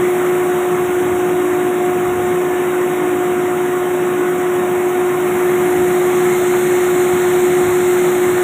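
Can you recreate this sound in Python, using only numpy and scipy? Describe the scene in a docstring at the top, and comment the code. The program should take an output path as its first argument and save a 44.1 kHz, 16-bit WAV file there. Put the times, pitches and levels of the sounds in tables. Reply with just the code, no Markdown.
"""A vacuum pump sings one loud note on a plastic extrusion line, its vanes chopping the air.
Motors hum and whine around it, over the roar of the factory hall and a faint deep rumble.
Cooling water hisses from jets and bubbles in an open trough; after five seconds the microphone
swings down close over it. Something on the line squeaks faintly three times."""
import sys
import numpy as np
from scipy import signal
from scipy.fft import rfft, irfft, next_fast_len
from scipy.io import wavfile
from scipy.ndimage import uniform_filter1d

SR = 44100
rng = np.random.default_rng(int(sys.argv[2]) if len(sys.argv) > 2 else 0)


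def wav_out(sig):
    """Save sig, one row per channel (or a flat mono array), as 16-bit PCM at SR to the path in sys.argv[1]."""
    wavfile.write(sys.argv[1], SR, np.round(np.clip(np.atleast_2d(sig).T, -1, 1) * 32767).astype(np.int16))


N = 371763
TIME = np.arange(N) / SR


def gain_of(db):
    """Decibels to amplitude."""
    return 10 ** (np.asarray(db) / 20)


def unit_rms(x):
    """Scales to rms 1."""
    return x / np.sqrt(np.mean(x ** 2) + 1e-20)


def coloured(x, curve):
    """Applies an EQ curve, its points joined along a log frequency axis."""
    size = next_fast_len(N + 8192)
    hz, db = np.transpose(curve)
    eq_db = np.interp(np.log(np.fft.rfftfreq(size, 1 / SR) + 1), np.log(hz + 1), db)
    return irfft(rfft(x, size) * gain_of(eq_db), size)[:N]


def waver(rate_hz):
    """Slow random motion of rms 1, with changes up to about the given rate."""
    hz = np.fft.rfftfreq(4096, 1 / 400)
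    slow = irfft(rfft(rng.standard_normal(4096)) / (1 + (hz / rate_hz) ** 2))
    return unit_rms(np.interp(TIME, np.arange(4096) / 400, slow))


def turbulence(patchy_db, flicker_db):
    """Noise whose strength shifts in small patches of time and pitch, and flickers as a whole."""
    frames = N // 256 + 5
    real, imaginary, patches = rng.standard_normal((frames, 513, 3)).T
    patches = uniform_filter1d(patches, size=9, axis=0)  # smooth across pitch
    patches = unit_rms(uniform_filter1d(patches, size=8, axis=1))  # and across time
    flicker = unit_rms(uniform_filter1d(rng.standard_normal(frames), size=4))
    spectra = (real + 1j * imaginary) * gain_of(patchy_db * patches + flicker_db * flicker)
    return unit_rms(signal.istft(spectra, nperseg=1024, noverlap=768)[1][:N])


# The microphone's move. Each row: time in seconds, closeness from 0 (aisle) to 1 (over the trough).
MIC_PATH = [(0, 0.26), (1.9, 0.073), (3.4, 0.039), (3.9, 0), (5.1, 0.2), (5.6, 0.4), (6.35, 0.95),
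            (8.43, 0.94)]


def closeness():
    """How close the microphone is to the trough at every sample."""
    seconds, close = np.transpose(MIC_PATH)
    return np.interp(TIME, seconds, close)


def nearing(aisle_db, trough_db, close):
    """Gain of a source on the way from the aisle to the trough."""
    return gain_of(aisle_db + close * (trough_db - aisle_db))


def past_rim(close, rim=0.23, span=0.09):
    """0 while the trough's rim hides the water, 1 with a clear view of it."""
    return .5 + .5 * np.tanh((close - rim) / span)


# The pump's faint upper overtones. Each row: multiple of the pitch, level from the aisle in dB,
# level at the trough in dB, phase wander in radians.
PUMP_OVERTONES = [(3, -38.5, -61, 1.6), (4, -42, -41, 1.2), (5, -45.5, -43, 0.81), (6, -49.5, -42, 1),
                  (7, -60, -56, 0.9), (10, -68, -57, .8)]


def pump(close, pitch_hz=360.65):
    """Vanes chop the air into a nearly pure note; its overtones waver as they cross the hall."""
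    phase = 2 * np.pi * pitch_hz * TIME + 0.11 * waver(rate_hz=1.1)
    drift = gain_of(0.37 * waver(rate_hz=4.7))
    flutter = 1 + 0.059 * waver(rate_hz=13)
    note = nearing(-18.5, -14, close ** 0.45) * drift * flutter * np.sin(phase)
    # The octave is less steady, and drops back by the trough as the main note grows.
    drift = gain_of(1.15 * waver(rate_hz=0.83))
    flutter = 1 + 0.17 * waver(rate_hz=12)
    wander = (0.35 + 0.68 * close) * waver(rate_hz=3.5)
    note += nearing(-30, -34, close) * drift * flutter * np.sin(2 * phase + wander)
    for multiple, aisle_db, trough_db, wander_rad in PUMP_OVERTONES:
        flutter = unit_rms(1 + 0.4 * waver(rate_hz=13))
        overtone = np.sin(multiple * phase + wander_rad * waver(rate_hz=5.5))
        note += nearing(aisle_db, trough_db, close) * flutter * overtone
    return np.sqrt(2) * note


# The drone of motors and fans, and the thin whine of the drives.
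# Each row: pitch in Hz, level from the aisle in dB, level at the trough in dB.
MOTOR_TONES = [(96.5, -64.5, -53), (147, -52.5, -46.5), (170.2, -47, -38.5), (241, -54.5, -45),
               (603.5, -40, -49.5), (743.5, -41.5, -35.5), (850.6, -52.5, -44.5), (890, -50, -49.5)]
DRIVE_WHINES = [(3757, -55, -54), (3951, -72, -54)]


def motors(close, tones, unsteady, wander_rad):
    """Running machines hold wavering tones, each with its own strength at the two places."""
    out = np.zeros(N)
    for hz, aisle_db, trough_db in tones:
        flutter = 1 + unsteady * waver(rate_hz=9.9)
        tone = np.sin(2 * np.pi * hz * TIME + wander_rad * waver(rate_hz=3.8))
        out += nearing(aisle_db, trough_db, close) * unit_rms(flutter * tone)
    return out


# The hall's bed of noise, fullest in the low mids. Each row: frequency in Hz, relative level in dB.
ROAR_EQ = [(25, -52), (50, -31), (100, -9), (170, -2), (335, 1.5), (430, -4), (530, -6.5), (730, -6),
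           (900, -7), (1100, -5), (1450, -9), (1600, -10.5), (2150, -12), (2450, -16.5), (3700, -25),
           (4500, -46.5)]


def hall_roar(level_db=-24, echo_gain=0.077, echoes=10):
    """Fans and drives blur into one roar; echoes off cabinets and walls ripple its spectrum."""
    noise = turbulence(patchy_db=1.18, flicker_db=-0.07)
    roar = noise.copy()
    for lateness, polarity in rng.random((echoes, 2)):
        delay_s = (.1 + lateness) * .04
        roar += echo_gain * np.sign(polarity - .5) * np.roll(noise, int(delay_s * SR))
    return gain_of(level_db) * unit_rms(coloured(roar, ROAR_EQ))


def drops(low_hz, high_hz, per_s, cycles, spread_db, glide, sizes):
    """Bubbles of many sizes: each rings for a few cycles and rises in pitch as it nears the surface."""
    out = np.zeros(N)
    for hz in np.geomspace(low_hz, high_hz, sizes):
        strength = gain_of(spread_db * np.minimum(rng.exponential(1, N), 4))
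        births = strength * (rng.random(N) < per_s / sizes / SR)
        age = np.arange(0, 1, hz / (cycles * SR))  # 0 to 1 over a 40 dB decay
        ring = np.sin(2 * np.pi * cycles * age * (1 + glide * age)) * np.exp(-np.log(100) * age)
        out += unit_rms(signal.oaconvolve(births, ring)[:N])
    return unit_rms(out)


# The spray, thin from the aisle and fuller over the trough, and the fine fizz that the rim hides.
# Each row: frequency in Hz, relative level in dB.
SPRAY_FAR_EQ = [(1500, -10), (4000, -34), (5500, -3), (6800, 2), (8000, 2), (10000, -4.5), (11000, -2),
                (12500, -3.5), (15400, -0.5)]
SPRAY_NEAR_EQ = [(1500, -5), (3000, -7.5), (3500, -2.5), (5500, -7), (6900, 4), (8700, -0.5), (10000, -5.5),
                 (11250, -18), (12200, -5), (13000, -0.5), (14000, -12.5), (15400, -4)]
FIZZ_EQ = [(7000, -30), (9800, 0), (15400, -0.5)]


def spray(close, tick_gain=0.37, fizz_gain=0.6):
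    """Jets hiss and fine droplets tick; fizz comes in over the rim, and close up the hiss is louder."""
    ticks = drops(2600, 16600, per_s=4200, cycles=7.4, spread_db=4.0, glide=0.038, sizes=12)
    water = turbulence(patchy_db=1.4, flicker_db=0.23) + tick_gain * ticks
    fizz = unit_rms(coloured(rng.standard_normal(N), FIZZ_EQ))
    far = unit_rms(coloured(water, SPRAY_FAR_EQ)) + fizz_gain * past_rim(close) * fizz
    near = unit_rms(coloured(water, SPRAY_NEAR_EQ))
    blend = close ** 1.4
    return nearing(-35.5, -29.5, blend) * ((1 - blend) * far + blend * near)


# The gurgle, a low body under bubbly mids. Each row: frequency in Hz, relative level in dB.
GURGLE_EQ = [(50, -29), (160, 9.5), (300, -11.5), (520, -8.5), (750, -0.5), (1050, -14), (1250, -4.5),
             (1450, -5), (1650, -4.5), (2170, -1), (2500, -11.5), (3100, -17.5)]


def trough(close, open_db=-29, bubble_gain=0.51, hidden_gain=0.2):
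    """Water churns and bubbles in the steel trough, heard fully once the microphone clears its rim."""
    bubbles = drops(624, 2880, per_s=500, cycles=22.4, spread_db=-0.5, glide=.06, sizes=18)
    water = turbulence(patchy_db=2.0, flicker_db=0.5) + bubble_gain * bubbles
    exposure = hidden_gain + (1 - hidden_gain) * past_rim(close)
    return gain_of(open_db) * exposure * unit_rms(coloured(water, GURGLE_EQ))


def swelling(swells, rest_db):
    """A resting gain with smooth arches added on top."""
    gain = gain_of(rest_db)
    for peak_s, length_s, db in swells:
        offset = np.clip((TIME - peak_s) / length_s, -.5, .5)
        gain = gain + gain_of(db) * np.cos(np.pi * offset) ** 2
    return gain


# The rumble's dark tone. Each row: frequency in Hz, relative level in dB.
RUMBLE_EQ = [(20, -39), (40, -26), (60, -8.5), (80, -5), (105, 3.5), (160, -16), (400, -57)]
# Its swells. 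Each row: time of the peak in seconds, length in seconds, level in dB.
RUMBLE_SWELLS = [(1.025, 0.84, -38), (2.15, 0.65, -37), (4.75, 0.2, -46), (5.84, 0.32, -37),
                 (7.68, 0.23, -35), (8.35, .3, -37)]


def rumble():
    """A faint deep rumble comes and goes under the roar."""
    noise = unit_rms(coloured(rng.standard_normal(N), RUMBLE_EQ))
    return swelling(RUMBLE_SWELLS, rest_db=-57.5) * noise


# The hum's swells. Each row: time of the peak in seconds, length in seconds, level in dB.
MOTOR_HUM_SWELLS = [(1.45, 1.6, -30.5), (3.1, 1.25, -28), (4.27, 0.47, -31), (5.2, 0.57, -30),
                    (5.76, 0.42, -29)]


def motor_hum(pitch_hz=308, wander_rad=0.6, unsteady=0.2):
    """Another motor hums just under the pump's note, swelling and fading."""
    phase = 2 * np.pi * pitch_hz * TIME + wander_rad * waver(rate_hz=4)
    flutter = 1 + unsteady * waver(rate_hz=4)
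    return swelling(MOTOR_HUM_SWELLS, rest_db=-43.5) * unit_rms(flutter * np.sin(phase))


# Faint squeaks on the line. Each row: start in seconds, length in seconds, pitch in Hz, level in dB.
LINE_SQUEAKS = [(2.423, 0.255, 1745, -34.5), (2.762, 0.12, 1770, -37), (4.095, 0.26, 1477, -33)]


def squeaks(rise=0.012):
    """Short thin tones that swell, rise a little and fade."""
    out = np.zeros(N)
    for start_s, length_s, hz, db in LINE_SQUEAKS:
        progress = np.clip((TIME - start_s) / length_s, 0, 1)
        phase = 2 * np.pi * np.cumsum(hz * (1 + rise * (progress - .5))) / SR
        tone = np.sqrt(2) * np.sin(phase + .6 * waver(rate_hz=32))
        out += gain_of(db) * np.sin(np.pi * progress) * tone
    return out


def scene():
    """Machines and water mixed at one moving microphone."""
    close = closeness()
    drone = motors(close, MOTOR_TONES, unsteady=0.48, wander_rad=1.09)
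    whine = motors(close, DRIVE_WHINES, unsteady=0.49, wander_rad=0.7)
    machines = pump(close) + motor_hum() + drone + whine + hall_roar() + rumble() + squeaks()
    return (machines + spray(close) + trough(close))[None]


# The microphone's colour, with one deep notch in the treble. Each row: frequency in Hz, gain in dB.
MIC_EQ = [(3750, 0.5), (4200, -3), (4550, -18), (4820, -45), (5100, -16.5), (5500, -4), (6500, -2),
          (8900, 2.5), (9400, -5.5), (9900, 3), (13200, 1.5), (13900, -3.5), (14900, 1.5)]


def record(dry):
    """The microphone colours the mix, and a steep low-pass takes off the very top."""
    low_pass = signal.firwin(1023, cutoff=15520, window=("kaiser", 9), fs=SR)
    return signal.oaconvolve(coloured(dry[0], MIC_EQ), low_pass, "same")[None]


dry = scene()
out = record(dry)
wav_out(out)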